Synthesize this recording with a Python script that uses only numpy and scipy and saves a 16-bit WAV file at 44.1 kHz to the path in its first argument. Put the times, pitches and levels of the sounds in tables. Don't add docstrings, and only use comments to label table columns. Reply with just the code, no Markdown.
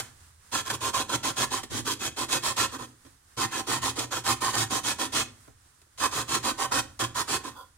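import sys
import numpy as np
from scipy import signal
from scipy.fft import rfft, irfft, next_fast_len
from scipy.io import wavfile
from scipy.ndimage import uniform_filter1d, map_coordinates

SR = 44100
rng = np.random.default_rng(int(sys.argv[2]) if len(sys.argv) > 2 else 0)


def magnitude_from_level(level_db):
    exponent = np.asarray(level_db, float) / 20
    return 10 ** exponent


def generate_wav(signal):
    frames = np.transpose(np.atleast_2d(signal))
    scaled = np.clip(frames, -1, 1) * 32767
    pcm = np.round(scaled).astype(np.int16)
    wavfile.write(sys.argv[1], SR, pcm)


N = 342657

# start_s, length_s, rasp_db, lean_db, ring_db
FIRST_STROKES = [(-0.013, 0.033, -29.5, -44, -13), (0.514, 0.11, -31.5, -4, -3.5),
                 (0.643, 0.12, -33.5, 10.5, -2.5), (0.8, 0.11, -31.5, 2.5, 2.1),
                 (0.928, 0.11, -30.5, -2, 0.6), (1.071, 0.093, -35.5, 26, -2.5),
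                 (1.227, 0.098, -30.5, -7.5, -2), (1.358, 0.1, -27.5, 4, -3.5),
                 (1.502, 0.11, -33, -8.5, -2.5), (1.631, 0.033, -48, -42, -32),
                 (1.695, 0.12, -34.5, 9, -7.5), (1.845, 0.1, -31.5, 0, -2), (1.987, 0.11, -32.5, 8.5, -16),
                 (2.16, 0.098, -32, -1, -2), (2.28, 0.11, -28.5, 6, -1), (2.42, 0.11, -29, 1, -1.5),
                 (2.56, 0.11, -26, -4.5, -0.5), (2.709, 0.068, -41.5, 0, 2), (2.78, 0.082, -43.5, -5, 6)]
SECOND_STROKES = [(3.365, 0.1, -29, 6, 2), (3.504, 0.12, -33.5, 5.5, 0), (3.664, 0.13, -30, -4, -2.5),
                  (3.813, 0.11, -30.5, -8, 1), (3.954, 0.11, -34, -8, -4.5), (4.104, 0.11, -33.5, -5.5, 1),
                  (4.235, 0.11, -27, 11, 0), (4.403, 0.13, -31.5, -10, 3.5), (4.524, 0.13, -26, 0, -4),
                  (4.695, 0.11, -29.5, -2.5, -2), (4.83, 0.11, -28, 1.5, -6.5),
                  (4.981, 0.098, -30.5, -8, -1.5), (5.117, 0.12, -27, 1.5, -7.5)]
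THIRD_STROKES = [
    (5.974, 0.11, -31, 7, 4.5),
    (6.106, 0.13, -31.5, 4, 0),
    (6.273, 0.12, -32, 2, -1.1),
    (6.424, 0.1, -29.5, 3.5, 1.5),
    (6.572, 0.097, -31.5, 2.5, 4),
    (6.695, 0.12, -28.5, 4.5, 3.5),
    (6.99, 0.097, -34.5, -30.5, -7),
    (7.143, 0.09, -31, 2, 2),
    (7.27, 0.11, -29, 5.5, -2.5),
    (7.431, 0.1, -43, -10.5, 0),
]


def unit(x):
    return x / np.sqrt(np.mean(x ** 2) + 1e-20)


def along(points, hz):
    f, v = np.transpose(points)
    return np.interp(np.log(hz + 1), np.log(f + 1), v)


def wobble(rate):
    return map_coordinates(rng.standard_normal(N // 100), [np.arange(N) * min(rate, 400) / SR])


def filtered(x, response):
    m = next_fast_len(N + SR // 2)
    return irfft(rfft(x, m) * response(np.fft.rfftfreq(m, 1 / SR)), m)[..., :N]


def modes(table):
    def response(f):
        total = 0
        for k, (centre, width, db) in enumerate(table):
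            damping = 1j * f * width
            total = total + (-1) ** k * magnitude_from_level(db) * 1j * f * width / (centre * centre - f * f + damping)
        return total
    return response


def ports(pair, alike, sideways, lead):
    def blend(hz):
        angle = np.arccos(np.clip(along(alike, hz), -1, 1)) / 2
        return np.array([np.cos(angle), np.sin(angle)])

    def aim(hz):
        half = np.array([[.5], [-.5]])
        return magnitude_from_level(half * along(sideways, hz)) * np.exp(1j * half * np.interp(hz, *np.transpose(lead)))

    mid, side = filtered(pair, blend)
    return filtered(np.array([mid + side, mid - side]), aim)


def echoes(x, decay, size, step):
    hz, t, _ = signal.stft(np.zeros(size), SR, nperseg=256)
    fade = magnitude_from_level(-60 * t / along(decay, hz)[:, None])
    out = np.zeros((2, x.shape[1] + 2 * SR))
    for at in range(0, x.shape[1], step):
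        noise = signal.stft(rng.standard_normal((2, size)), SR, nperseg=256)[2]
        tail = signal.istft(noise * fade, SR, nperseg=256)[1]
        wet = signal.fftconvolve(x[:, at:at + step], tail / np.linalg.norm(tail[0]), axes=1)
        out[:, at:][:, :wet.shape[1]] += wet
    return out[:, :x.shape[1]]


def snags(rate, spread_db):
    caught = rng.random((2, N)) < rate / SR
    return unit(caught * rng.standard_normal((2, N)) * magnitude_from_level(spread_db * rng.exponential(size=N)))


def strokes():
    usual_db = -31
    sheet_db, heavy_db = 4.5, np.array([-1, -8.5, -10.5])
    heavy_grows = np.array([0.78, 0.47, 0.65])
    box_shares = 0.26
    gains = np.zeros((6, N))
    t = np.arange(N) / SR
    for start, length, db, lean_db, ring_db in [*FIRST_STROKES, *SECOND_STROKES, *THIRD_STROKES]:
        on = slice(max(round(start * SR), 0), round((start + length) * SR))
        u = np.clip((t[on] - start) / length, 0, 1)
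        speed = np.abs(np.sin(np.pi * u)) ** np.where(u < .5, 1.0, 0.93)
        bite = np.tanh(1.185 * speed)
        bite = bite * magnitude_from_level(1.07 + db + lean_db * (u - .5))
        box_db, plate_db, boom_db = heavy_db + (heavy_grows - 1) * (db - usual_db)
        body_db = np.c_[0, sheet_db, box_db + box_shares * ring_db, ring_db, plate_db, boom_db]
        gains[:, on] += bite * magnitude_from_level(body_db.T)
    return gains


def touches():
    # start_s, peak_db, brightness_db
    contacts = [
        (0.202, -49.5, 7),
        (3.048, -39, 1),
        (3.062, -41.5, 4.5),
        (5.476, -35.5, -16),
        (5.497, -53, -13),
        (5.519, -62, -5),
        (5.569, -66, 0.5),
        (5.649, -58, -2),
        (5.815, -48.5, 11),
        (5.864, -53, -13),
    ]
    t = np.arange(SR // 5) / SR
    gains = np.zeros((6, N + SR))
    for s, db, bright_db in contacts:
        brush = magnitude_from_level(db - 6 - 60 * t / 0.033) * (1 - np.exp(-t / 0.003))
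        body_db = np.c_[bright_db - 3, bright_db - 3, 0, -3, 3, 3]
        gains[:, round(s * SR):][:, :len(t)] += brush * magnitude_from_level(body_db.T)
    return gains[:, :N]


def bites():
    # time_s, rasp_change_db, box_change_db
    catches = [(0.556, 0.5, 1), (0.691, -9, -5), (0.706, 4.5, 7.5), (0.725, -10, -6), (0.942, 2.5, 5.5),
               (1.097, 6.5, 6.5), (1.161, 7.5, -6), (1.88, 4, 3), (1.918, 5, -6), (1.94, 6, -19),
               (1.54, 2.5, 4), (2.327, 6.5, 1.5), (2.461, 3, 0), (2.86, 7, -32), (3.735, 3, 4.5),
               (3.896, 5, -1.5), (3.982, -7, -4), (3.992, 7, 1), (4.197, -2, -24), (4.509, 3.5, -13),
               (4.564, -8, -3), (5.992, -3.2, -12), (6.041, 3.5, 4), (6.796, 5, 3), (6.349, 6, 5),
               (6.706, -21, -10), (6.719, 1.5, 6), (7.027, -3.5, 6.5), (7.044, 6, 8.5), (7.508, -10, -13)]
    change = np.zeros((2, N))
    t = np.arange(-SR // 40, SR // 40) / SR
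    bump = np.exp(-.5 * (t / 0.0057) ** 2)
    for s, *db in catches:
        change[:, round(s * SR) - SR // 40:][:, :len(t)] += np.outer(db, bump)
    return change


def jolts():
    # start_s, plate_db, worktop_db
    leans = [
        (0.68, -50, -30),
        (1.37, -35, -33),
        (1.7, -38, -23.5),
        (3.365, -31.5, -29),
        (3.67, -37, -37),
        (3.97, -34.5, -59),
        (4.7, -31, -47),
        (5.474, -68, -55),
        (6.14, -59, -47),
        (6.579, -39, -36),
    ]
    rise_s, t60_s = 0.0079, 0.24
    t = np.arange(SR // 5) / SR
    push = magnitude_from_level(-60 * t / t60_s) * (1 - np.exp(-t / rise_s))
    gains = np.zeros((2, N + SR))
    for s, *db in leans:
        gains[:, round(s * SR):][:, :len(t)] += np.outer(magnitude_from_level(db), push)
    return gains[:, :N]


def slide():
    # time_s, level_db
    scrape = [
        (7.53, -56),
        (7.55, -59),
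        (7.568, -47),
        (7.594, -46),
        (7.654, -60),
        (7.7, -95),
    ]
    return magnitude_from_level(np.interp(np.arange(N) / SR, *np.transpose(scrape), left=-120, right=-120))


def driven(gain, blows, body, db):
    loudness = np.sqrt(np.mean(np.abs(body(np.arange(SR // 2))) ** 2))
    return filtered(gain * blows, body) * magnitude_from_level(db) / loudness


def grater():
    # pitch_hz, level_db
    peel = [(880, -6.5), (1650, -12), (2080, -5), (2840, -5), (3640, -2), (6760, -3), (8990, -5.5),
            (15800, -26.5)]
    # pitch_hz, width_hz, level_db
    face = [(2545, 70, -3), (3050, 70, -5), (3300, 200, -4), (3810, 110, -7), (4200, 150, -8),
            (4590, 100, -5), (6580, 450, -8), (7150, 250, -9), (8540, 160, -9), (9200, 140, -8)]
    hollow = [(534, 22.5, -3.5), (778.3, 32, -6.5), (948, 33, -1.5), (1168, 165, -9.5), (1345, 59, -1),
              (1534, 38, -9), (1718, 95, -4), (1839, 36, -9)]
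    broad_side = [(972, 80, -3.5), (1056, 59, 5)]
    plate_modes = [(212, 35, -9), (268, 55, -1.5), (336, 40, 0), (430, 90, -6)]
    worktop = [(72, 25, -15), (101, 22, -8), (121, 18, 0)]
    rim = [(520, 60, -8), (764, 30, -6), (1010, 90, 0), (1450, 110, -7), (3400, 90, -8), (4820, 70, -14),
           (6500, 5000, -29)]
    # pitch_hz, t60_s
    shimmer = [(300, 0.02), (1500, 0.031), (5000, 0.056), (12000, 0.075)]

    gains = strokes() + touches()
    gains[4:] += jolts()
    rasp, sheet, box, ring, plate, boom = gains
    rasp_db, box_db = bites()
    judder = wobble(70)
    place_db = 2.5 * wobble(9)
    fine, coarse, heavy = snags(9000, spread_db=1.5), snags(4000, spread_db=1.5), snags(1500, spread_db=0.5)

    def tearing(hz):
        return magnitude_from_level(along(peel, hz))

    def deep_shake(hz):
        return modes(worktop)(hz) / (1 + 1j * (hz / 140) ** 4)

    out = driven(rasp * magnitude_from_level(rasp_db + 0.58 * judder + 0.34 * wobble(250)), fine, tearing, -1.1)
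    out += driven(sheet * magnitude_from_level(rasp_db + 0.3 * judder + place_db), coarse, modes(face[::2]), -11)
    out += driven(sheet * magnitude_from_level(rasp_db + 0.42 * judder - place_db), coarse, modes(face[1::2]), -16)
    unsteady_db = 1.2 * judder + 1.1 * wobble(120)
    out += driven(box * magnitude_from_level(box_db + unsteady_db + place_db), coarse, modes(hollow[::2]), -7.5)
    unsteady_db = 1.0 * judder + 0.21 * wobble(130)
    out += driven(box * magnitude_from_level(box_db + unsteady_db - place_db), heavy, modes(hollow[1::2]), -6)
    unsteady_db = 0.33 * judder + 0.97 * wobble(60)
    out += driven(ring * magnitude_from_level(2.17 * box_db + unsteady_db), fine, modes(broad_side), -4)
    out += driven(plate * magnitude_from_level(0.53 * box_db + 0.35 * wobble(33)), heavy, modes(plate_modes), -.4)
    out += driven(boom * magnitude_from_level(0.94 * wobble(30)), coarse, deep_shake, -5.5)
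    out += driven(slide() * magnitude_from_level(1.7 * judder), coarse, modes(rim), .4)
    return out + magnitude_from_level(-4.5) * echoes(out, shimmer, size=SR // 12, step=SR // 7)


def kitchen(near):
    # pitch_hz, t60_s
    decay = [(100, 0.79), (300, 0.38), (700, 0.43), (2000, 0.33), (6000, 0.33), (12000, 0.19)]
    earlier = magnitude_from_level(-4.0) * near[:, SR // 2:SR * 3 // 5]
    wet = echoes(np.hstack([earlier, near]), decay, size=SR * 3 // 5, step=SR // 4)
    return wet[:, earlier.shape[1] - SR // 200:][:, :N]


def room_tone():
    # pitch_hz, level_db
    hush_color = [(130, -7.5), (560, -13.5), (1140, -7), (1800, -8.5), (2300, -14.5), (9310, -10.5),
                  (11500, -21.5), (15800, -26)]
    hum_color = [(12, -41), (20, -2), (40, -12), (85, 1.5), (110, -8.5), (180, -24.5), (260, -56),
                 (440, -120)]
    # pitch_hz, likeness
    hush_alike = [(60, 0.98), (180, 0.96), (550, -0.28), (1650, 0.19), (4970, -0.067), (15000, 0.08)]
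    # pitch_hz, level_db
    hush_sideways = [(60, -3), (180, 4), (550, -1), (1650, -5), (4970, 0), (15000, -13.5)]
    arm_db, arm_s = 8, 0.067
    t = np.arange(N) / SR
    working = np.zeros(N)
    for run, first in ((FIRST_STROKES, 1), (SECOND_STROKES, 0), (THIRD_STROKES, 0)):
        working += (t > run[first][0]) & (t < run[-1][0] + run[-1][1])
    swell_db = 5.5 * np.exp(-((t - 0.2) / 0.35) ** 2)
    hum_db = -65.5 + arm_db * uniform_filter1d(working, round(arm_s * SR)) + swell_db
    hush_db = -61.5 + 16 * np.exp(-t / 0.11)
    hush = unit(filtered(rng.standard_normal((2, N)), lambda hz: magnitude_from_level(along(hush_color, hz))))
    hum = unit(filtered(rng.standard_normal((2, N)), lambda hz: magnitude_from_level(along(hum_color, hz))))
    both = magnitude_from_level(hush_db + 1.8 * wobble(15)) * hush + magnitude_from_level(hum_db + 1.3 * wobble(4.44)) * hum
    return ports(both, hush_alike, hush_sideways, [(0, 0)])


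def scene():
    # pitch_hz, level_db
    spread = [(100, 5), (400, 1.5), (1050, -4), (2000, 2), (5000, -2), (12000, 3)]
    # pitch_hz, likeness
    alike = [(60, .95), (130, .9), (300, .82), (600, .75), (1200, .8), (2400, .45), (5000, .22),
             (14000, .15)]
    # pitch_hz, level_db
    sideways = [(60, 1), (200, -1), (380, -2), (700, -9), (1290, -5), (2380, 0), (8120, -3), (15000, -16.5)]
    # pitch_hz, lead_radians
    lead = [(0, 0), (520, -1), (800, -.1), (1400, .2), (2500, 1.1), (4200, 2.5), (16000, 9.1)]
    near = grater()
    far = kitchen(filtered(near, lambda hz: magnitude_from_level(along(spread, hz) - 13.0)))
    close = filtered(near + far, lambda hz: 1 / (1 + (47.4 / (hz + 1)) ** 4))
    return ports(close, alike, sideways, lead) + room_tone()


def low_pass(x):
    return signal.sosfilt(signal.butter(12, 15900, fs=SR, output="sos"), x)


def record(dry):
    mix = filtered(dry, lambda hz: hz < 15880)
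    return low_pass(mix)


dry = scene()
out = record(dry)
generate_wav(out)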